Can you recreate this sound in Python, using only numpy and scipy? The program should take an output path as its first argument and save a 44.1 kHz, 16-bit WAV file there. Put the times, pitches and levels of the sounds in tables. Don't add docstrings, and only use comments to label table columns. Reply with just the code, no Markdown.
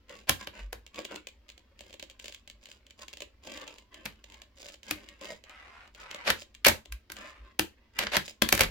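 import sys
import numpy as np
from scipy import signal
from scipy.fft import rfft, irfft
from scipy.io import wavfile
from scipy.ndimage import uniform_filter1d

SR = 44100
rng = np.random.default_rng(int(sys.argv[2]) if len(sys.argv) > 2 else 0)


def persist_wave(psi):
    counts = np.round(np.clip(psi, -1, 1) * 32767).astype(np.int16)
    wavfile.write(sys.argv[1], SR, np.atleast_2d(counts).T)


N = 383669
TIME = np.arange(N) / SR
SPAN = np.arange(8192) / SR
HIT_S = .006
LEAD = 64

# [pitch_hz, width_hz, level_db]
LID = [(214, 15, 5), (549, 7.9, 3.5), (593, 55, 4.5), (900, 64, -2.5), (1050, 19, 0), (1595, 46, 6),
       (1740, 52, 3.5), (4530, 550, 0.5)]
# [pitch_hz, level_db]
BLOW_COLOUR = [(100, -13.5), (540, -1), (1200, -4), (2400, 0.5), (3500, -3.5), (6000, -9), (8700, -16),
               (12400, -11), (16000, -19)]
# [pitch_hz, level_db]
CLICK_COLOUR = [(100, -10), (550, 3), (800, -5), (1400, -14), (2100, 0), (3000, 5), (4200, -3.5),
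                (5700, -10.5), (7300, -7), (8700, -22), (12500, -25), (16000, -20)]
# [start_s, fastest_s, stop_s, rumble_db, rattle_db], levels before trims
PUSHES = [(0.078, 0.115, 0.27, -55, -60.5), (0.383, 0.425, 0.46, -49.5, -53),
          (0.527, 0.542, 0.69, -53, -61), (0.929, 0.984, 1.094, -50, -59), (1.069, 1.118, 1.24, -50.5, -67),
          (1.759, 1.897, 1.93, -67, -65), (2.194, 2.242, 2.42, -71, -59.5), (2.601, 2.66, 2.8, -74.5, -62),
          (2.97, 3.034, 3.05, -56, -51.5), (3.093, 3.205, 3.14, -53, -48),
          (3.41, 3.493, 3.856, -50.5, -55.5), (3.908, 3.93, 4.27, -60, -71.5),
          (4.249, 4.328, 4.47, -60.5, -68), (4.55, 4.657, 4.766, -57, -51.5),
          (4.833, 4.91, 4.91, -51, -50.5), (4.913, 4.944, 5.21, -57.5, -67),
          (5.182, 5.264, 5.4, -48.5, -53.5), (5.928, 6.18, 6.04, -52.5, -51.5),
          (6.367, 6.405, 6.44, -82, -49.5), (7.133, 7.224, 7.35, -52, -58), (7.411, 7.452, 7.56, -58, -80),
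          (7.933, 8.011, 8.15, -43, -52), (8.231, 8.267, 8.33, -75, -49)]


def undb(db):
    return 10 ** (np.asarray(db) / 20)


def unit(x):
    return x / np.sqrt(np.mean(x ** 2))


def band(x, lo_hz, hi_hz, order=3):
    sos = signal.butter(order, [lo_hz, min(hi_hz, SR / 2 - 100)], "band", fs=SR, output="sos")
    return signal.sosfilt(sos, x)


def convolve(x, response):
    full = signal.fftconvolve(np.atleast_2d(x), np.atleast_2d(response), axes=-1)
    return full[:, :x.shape[-1]]


def add(out, s, x):
    i = max(int(s * SR), 0)
    out[..., i:i + x.shape[-1]] += x[..., :N - i]


def colour(points, modes=()):
    size = len(SPAN)
    f = np.fft.rfftfreq(size, 1 / SR) + 1
    hz, db = np.transpose(points)
    smooth = undb(np.interp(np.log(f), np.log(hz), db))
    peaks = 1 + sum(undb(2 * g) / (1 + (2 * (f - centre) / width) ** 2) for centre, width, g in modes)
    cepstrum = irfft(np.log(smooth * np.sqrt(peaks)))
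    cepstrum[1:size // 2] *= 2
    cepstrum[size // 2 + 1:] = 0
    return irfft(np.exp(rfft(cepstrum)))


def spread(mid, side, split_hz=900, width=0.99):
    side = signal.lfilter(*signal.butter(1, split_hz, "high", fs=SR), side)
    return mid + width * side * np.array([[1], [-1]])


def grains(rate, scatter_db):
    strengths = undb(scatter_db * np.minimum(rng.exponential(size=N), 4))
    sizes = strengths * rng.choice([-1, 1], N)
    return unit(sizes * (rng.random(N) < rate / SR))


def patchy(x, depth_db, size=2048, order=3):
    overlap = 3 * size // 4
    spectrum = signal.stft(x, nperseg=size, noverlap=overlap)[2]
    weight = rng.standard_normal(spectrum.shape[1:])
    for _ in range(2):
        weight = uniform_filter1d(uniform_filter1d(weight, size=order, axis=0), size=2 * order, axis=1)
    spectrum = spectrum * undb(depth_db * np.clip(unit(weight), -2, 2))
    return unit(signal.istft(spectrum, nperseg=size, noverlap=overlap)[1][:, :N])


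def strokes(rows):
    gain = 0
    for start, end, start_db, end_db in rows:
        inside = (TIME > start) & (TIME < end)
        gain = gain + inside * undb(np.interp(TIME, [start, end], [start_db, end_db]))
    return gain


def even(burst, size=120):
    spectrum = rfft(np.roll(burst, LEAD))
    humps = np.sqrt(uniform_filter1d(np.abs(spectrum) ** 2, size))
    return irfft(spectrum / humps) * (SPAN < SPAN[-1] / 2)


def strike(response, levels_db, after_db, after_s, snap):
    # [low_hz, high_hz]
    hit_bands = [(150, 1100), (1100, 6000), (6000, 17000)]
    hit_decays = [.0028, .002, .0017]
    noise, out = rng.standard_normal((2, len(SPAN))), 0
    for (lo, hi), decay_s, db in zip(hit_bands, hit_decays, levels_db):
        waves = np.exp(-SPAN / decay_s)
        buzz = undb(after_db) * np.exp(-SPAN / after_s)
        mid, side = noise * (waves + buzz)
        mid[0] -= snap
        burst = spread(even(mid), even(side), width=0.88)
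        part = band(convolve(burst, response), lo, hi)[:, LEAD - LEAD // 4:]
        opening = part[:, :int(HIT_S * SR)]
        out = out + undb(db) * part / np.sqrt(np.mean(opening ** 2))
    return out


def air():
    # [pitch_hz, level_db]
    air_colour = [(36, -10.5), (54, 5.5), (75, -2.5), (110, -13), (160, -27.5), (220, -12.5), (500, -24.5),
                  (1000, -33.5), (2200, -33.5), (5000, -36.5), (9000, -54.5), (16000, -47)]
    level_db = -62.5
    noise = spread(*rng.standard_normal((2, N)))
    return undb(level_db) * unit(convolve(noise, colour(air_colour)))


def room(x, build_s=0.0063):
    # [time_to_fall_60_db_s, level_db]
    tail_bands = [(0.2, -1), (0.2, -6.5), (0.19, -7), (0.2, -8.5), (.18, -11)]
    tail_edges = [130, 450, 1200, 4000, 8000, 17000]
    t = np.arange(SR // 2) / SR
    noise = spread(*rng.standard_normal((2, len(t))), split_hz=110, width=0.81) / np.sqrt(2)
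    tail = 0
    for lo, hi, (t60, db) in zip(tail_edges, tail_edges[1:], tail_bands):
        envelope = undb(-60 * t / t60) * (1 - np.exp(-(t / build_s) ** 2))
        tail = tail + undb(db) * band(noise, lo, hi) * envelope / np.linalg.norm(envelope)
    return convolve(x, tail)


def bumps():
    # [middle_s, pitch_hz, level_db, fade_s], fade_s from the middle to 1/e
    bump_rows = [(0.655, 48, -35.5, 0.051), (0.76, 53.7, -47.5, 0.052), (6.939, 55.7, -34.5, 0.033),
                 (7.426, 55.2, -44.5, 0.039), (8.684, 42.24, -35.5, 0.064)]
    out = 0
    for s, hz, db, fade_s in bump_rows:
        swell = np.exp(-((TIME - s) / fade_s) ** 2)
        out = out + undb(db) * swell * np.sin(2 * np.pi * hz * (TIME - s))
    return out


def squeaks(width_hz=14):
    # [start_s, end_s, start_pitch_hz, end_pitch_hz, level_db]
    squeak_rows = [(3.792, 4.16, 958, 1106, -66.5)]
    out = np.zeros(N)
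    slow = signal.butter(2, width_hz, fs=SR, output="sos")
    for start, end, start_hz, end_hz, db in squeak_rows:
        u = np.linspace(0, 1, int((end - start) * SR))
        waver = unit(signal.sosfilt(slow, rng.standard_normal(len(u))))
        loudness = undb(db) * np.sin(np.pi * u) * (1 + waver / 2)
        cycles = np.cumsum(start_hz + (end_hz - start_hz) * u) / SR
        add(out, start, loudness * np.sin(2 * np.pi * cycles))
    return out


def skids(ease_s=0.074):
    # [start_s, end_s, start_level_db, end_level_db]
    skid_rows = [(5.475, 5.88, -52.5, -53.5), (5.98, 6.25, -51, -46), (7.18, 7.42, -47.5, -60.5)]
    # [pitch_hz, level_db]
    skid_colour = [(300, -12.5), (560, -1.5), (1500, 1.5), (2300, 1.5), (3300, -8.5), (5000, -16.5),
                   (16000, -43)]
    slips = spread(grains(rate=900, scatter_db=2.5), grains(rate=900, scatter_db=4.5))
    rasp = patchy(convolve(slips, colour(skid_colour)), depth_db=3.5)
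    return rasp * uniform_filter1d(strokes(skid_rows), int(ease_s * SR) + 1)


def scrapes(dull_hz=4500):
    # [start_s, end_s, start_level_db, end_level_db]
    scrape_rows = [(0.271, 0.292, -52, -34), (6.242, 6.279, -52.5, -23), (6.278, 6.313, -26, -24.5),
                   (6.661, 6.701, -17.5, -23.5), (7.987, 8.042, -33, -31), (8.118, 8.16, -35.5, -20.5),
                   (8.167, 8.178, -26, -28), (8.537, 8.648, -48, -29)]
    slips = spread(grains(rate=2200, scatter_db=-3.0), grains(rate=1000, scatter_db=-2.0))
    response = signal.lfilter(*signal.butter(1, dull_hz, fs=SR), colour(BLOW_COLOUR, LID))
    return convolve(unit(slips) * strokes(scrape_rows), response / np.linalg.norm(response))


def ticks(crack_db=1.5, treble_db=-5.0, spot_db=3):
    # [start_s, crack_db, knock_db], crack before its trim, knock relative to that crack
    tick_rows = [(0.0947, -49.5, -14), (0.8644, -49.5, -13), (0.9442, -49.5, -9), (0.9588, -48, -12),
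                 (0.9893, -42, 3.5), (1.0504, -38, -7), (1.111, -53, 8), (1.1194, -49.5, 8),
                 (1.1428, -52, 8), (1.1592, -40.5, -3), (1.27, -40.5, -9), (1.4896, -49.5, -17),
                 (1.5, -48.5, -17), (1.578, -54, -9), (1.791, -51.5, -15), (1.807, -47, -4),
                 (1.928, -50, -11), (1.9405, -47.5, -2), (1.996, -44, -12.5), (2.026, -41.5, -4),
                 (2.0985, -49, -12), (2.111, -55, -10), (2.197, -45.5, -15), (2.243, -45.5, -6),
                 (2.257, -43.5, -10), (2.2808, -42, -10.5), (2.3233, -47.5, -19), (2.346, -44, -27),
                 (2.4756, -48.5, -11.5), (2.499, -46.5, -16), (2.656, -48, -21), (2.715, -48.5, -22),
                 (2.866, -56, -23), (2.907, -51, -19), (3.0816, -44.5, -13), (3.135, -44.5, -10),
                 (3.1709, -46, -11), (3.2045, -42, -5), (3.2201, -39.5, -4), (3.4722, -45.5, -2),
                 (3.518, -47.5, 1), (3.574, -44.5, -7), (3.6146, -46.5, -14), (3.677, -43.5, -14),
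                 (3.7835, -51, -11), (3.9428, -48.5, -17), (4.2411, -49, -11), (4.2997, -55.5, -13),
                 (4.321, -54, -20), (4.342, -51, -23), (4.4179, -47.5, -10.5), (4.6855, -46.5, -18),
                 (4.741, -50, -21), (4.8311, -49.5, -17), (5.0876, -47.5, -23), (5.212, -48, 1),
                 (5.4384, -52, -6), (5.495, -51, -6), (5.876, -59.5, -6), (5.9479, -52, -10),
                 (6.112, -40.5, -8), (6.1455, -40.5, -2.5), (6.549, -49, -28), (6.857, -50.5, -5.5),
                 (7.1669, -45.5, -19)]
    out = np.zeros((2, N))
    for s, db, knock in tick_rows:
        part_hz = rng.uniform(2300, 8700)
        response = colour(CLICK_COLOUR, list(LID) + [(part_hz, part_hz / 10, spot_db)])
        edge_db = rng.uniform(-0.77, 0.74)
        levels = db + np.array([knock, crack_db, treble_db + edge_db])
        click = strike(response, levels, after_db=-17, after_s=.007, snap=4)
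        add(out, s, click)
        add(out, s + rng.uniform(-.008, .02), undb(-11) * click[::-1])
    return out


def rolling():
    rumble_power, rattle_power = 1.62, 1.2
    rest_rumble_db, rest_rattle_db = -76, -95.5
    rumble, rattle = np.full(N, undb(rest_rumble_db)), np.full(N, undb(rest_rattle_db))
    for start, fastest, stop, rumble_db, rattle_db in PUSHES:
        t = np.arange(start, stop, 1 / SR)
        speed = np.abs(np.sin(np.interp(t, [start, fastest, stop], [0, np.pi / 2, np.pi])))
        add(rumble, start, undb(rumble_db) * speed ** rumble_power)
        add(rattle, start, undb(rattle_db) * speed ** rattle_power)
    return rumble, rattle


def wobble(rattle, gap_s=.028, level_db=-3.0, knock_db=-4, knock_scatter_db=4, treble_db=-9,
           follow=0.87, scatter_db=3, count=24):
    out, response = np.zeros((2, N)), colour(CLICK_COLOUR, LID)
    knocks = knock_db + knock_scatter_db * rng.uniform(-1.8, 1, count)
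    taps = []
    for knock in knocks:
        levels = np.array([knock, 0, treble_db])
        taps.append(strike(response, levels, after_db=-17, after_s=.007, snap=4))
    for start, _, stop, _, _ in PUSHES:
        for slot in np.arange(start, stop - gap_s, gap_s):
            s = slot + gap_s * rng.random()
            strength = undb(level_db + scatter_db * rng.standard_normal())
            gain = strength * rattle[int(s * SR)] ** follow
            add(out, s, gain * taps[rng.integers(count)])
    return out


def wheels(rumble, rattle, rumble_db=2, damp_db=5):
    # [pitch_hz, level_db]
    wheel_colour = [(150, -21), (210, -3), (400, -8), (570, -1), (780, -13), (1050, -3), (1350, -9.5),
                    (2200, -4), (3200, -10.5), (5500, -30.5), (16000, -52)]
    # [pitch_hz, level_db]
    rattle_colour = [(300, -29.5), (1500, -11), (3000, 2.5), (4300, 4), (7300, -0.5), (8700, -9.5),
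                     (12500, -13), (16000, -14.5)]
    play = spread(*rng.standard_normal((2, len(SPAN))) * np.exp(-SPAN / 0.0013))
    jolts = grains(rate=220, scatter_db=3)
    texture = spread(grains(rate=1500, scatter_db=3.0), grains(rate=3000, scatter_db=2.0)) + jolts
    damped = [(hz, 2 * width, db - damp_db) for hz, width, db in LID]
    roll = patchy(convolve(texture, colour(wheel_colour, damped)), depth_db=6.0)
    chatter = unit(convolve(convolve(jolts, play), colour(rattle_colour)))
    surge = unit(uniform_filter1d(rng.standard_normal(N), SR // 70))
    return roll * rumble * undb(rumble_db + 2 * surge) + chatter * rattle


def thock(hz, ring_cycles=2.8, rise_s=0.0011, left_db=3.0):
    ring_s = ring_cycles / hz
    note = np.sin(2 * np.pi * hz * SPAN) * np.exp(-SPAN / ring_s) * (1 - np.exp(-SPAN / rise_s))
    balance = undb(np.array([[left_db], [-left_db]]) / 2)
    return note * np.sqrt(HIT_S / ring_s) * balance


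def clacks(knock_db=-2, thock_db=5, crack_db=2.5, treble_db=6.0, hollow_db=-13.5,
           graze_db=-17, spot_db=5, spot_width_hz=450):
    # [start_s, crack_db, knock_db, treble_db, spot_pitch_hz, flex_pitch_hz]
    clack_rows = [(0.294, -19, -0.5, -5.5, 3200, 587), (0.4719, -37.5, -1.5, -15, 3000, 570),
                  (0.7285, -39, 1.5, -8.5, 1650, 480), (4.0551, -40, -3, -5.5, 2024, 207),
                  (4.0597, -35, -8.5, -16, 2430, 502), (4.9098, -27.5, -7.5, -8, 2498, 300.7),
                  (6.3023, -20.5, -8.5, -11, 1496, 525), (6.648, -18, -25.5, -11.5, 2858, 560),
                  (6.6586, -21, -16, -11, 1710, 570), (6.665, -20, 2, -5, 2307, 560),
                  (6.6679, -19.5, -10.5, -4.5, 2300, 260), (6.6834, -21.5, 2, -1.5, 1860, 587),
                  (6.923, -40.5, -16.5, -7, 2400, 574), (7.1, -43, -6.5, -16.5, 1480, 327),
                  (7.119, -42.5, -10.5, -4, 1550, 573.4), (7.5936, -22, -4, -6.5, 2880, 327),
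                  (7.9891, -25.5, -16, -9, 2860, 570), (8.0685, -30.5, -9, -34, 1698, 608),
                  (8.1674, -20, -11.5, -11, 1613, 194.7), (8.4207, -17.5, -4, -11, 3380, 221),
                  (8.4891, -27.5, -14, -5.5, 4030, 560), (8.5253, -16.5, -1, -6, 2350, 590),
                  (8.55, -34, -8, -0.5, 2050, 590), (8.577, -29.5, -20, -10, 1660, 570),
                  (8.593, -26.5, -4, -9.5, 1660, 594), (8.6075, -16, -3, -9.5, 2320, 560),
                  (8.616, -25.5, -2.5, -9, 2620, 220), (8.6345, -28, -5, -10, 1850, 172)]
    # [pitch_hz, time_to_fall_60_db_s, level_db]
    hollow_modes = [(54.6, 0.17, 1), (86.5, 0.29, -2.5), (128.8, 0.21, -2.5), (205, 0.18, -2)]
    out, t = np.zeros((2, N)), np.arange(SR // 2) / SR
    for s, db, knock, treble, spot_hz, flex_hz in clack_rows:
        response = colour(BLOW_COLOUR, list(LID) + [(spot_hz, spot_width_hz, spot_db)])
        levels = db + np.array([knock + knock_db, crack_db, treble + treble_db])
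        for lead_s, drop_db in (.003, graze_db), (0, 0):
            add(out, s - lead_s, strike(response, levels + drop_db, after_db=-19, after_s=.01, snap=5))
        add(out, s, undb(db + knock + thock_db) * thock(flex_hz))
        boom = 0
        for hz, t60, mode_db in hollow_modes:
            detuned_hz = hz * (1 + 0.07 * rng.standard_normal())
            tone = np.sin(2 * np.pi * (detuned_hz * t + rng.random()))
            boom = boom + undb(mode_db - 60 * t / t60) * tone
        rise = 1 - np.exp(-t / 0.0052)
        add(out, s, undb(db + knock / 2 + hollow_db) * boom * rise)
    return out


def scene():
    rumble, rattle = rolling()
    rubbing = skids() + squeaks() + scrapes()
    riding = ticks() + wobble(rattle) + wheels(rumble, rattle)
    board = rubbing + riding + clacks()
    return air() + room(board) + bumps() + board


def record(dry):
    ceiling, top_hz = .75, 16100
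    rounded = ceiling * np.tanh(dry / ceiling)
    return signal.sosfilt(signal.ellip(8, .2, 70, top_hz, fs=SR, output="sos"), rounded)


dry = scene()
out = record(dry)
persist_wave(out)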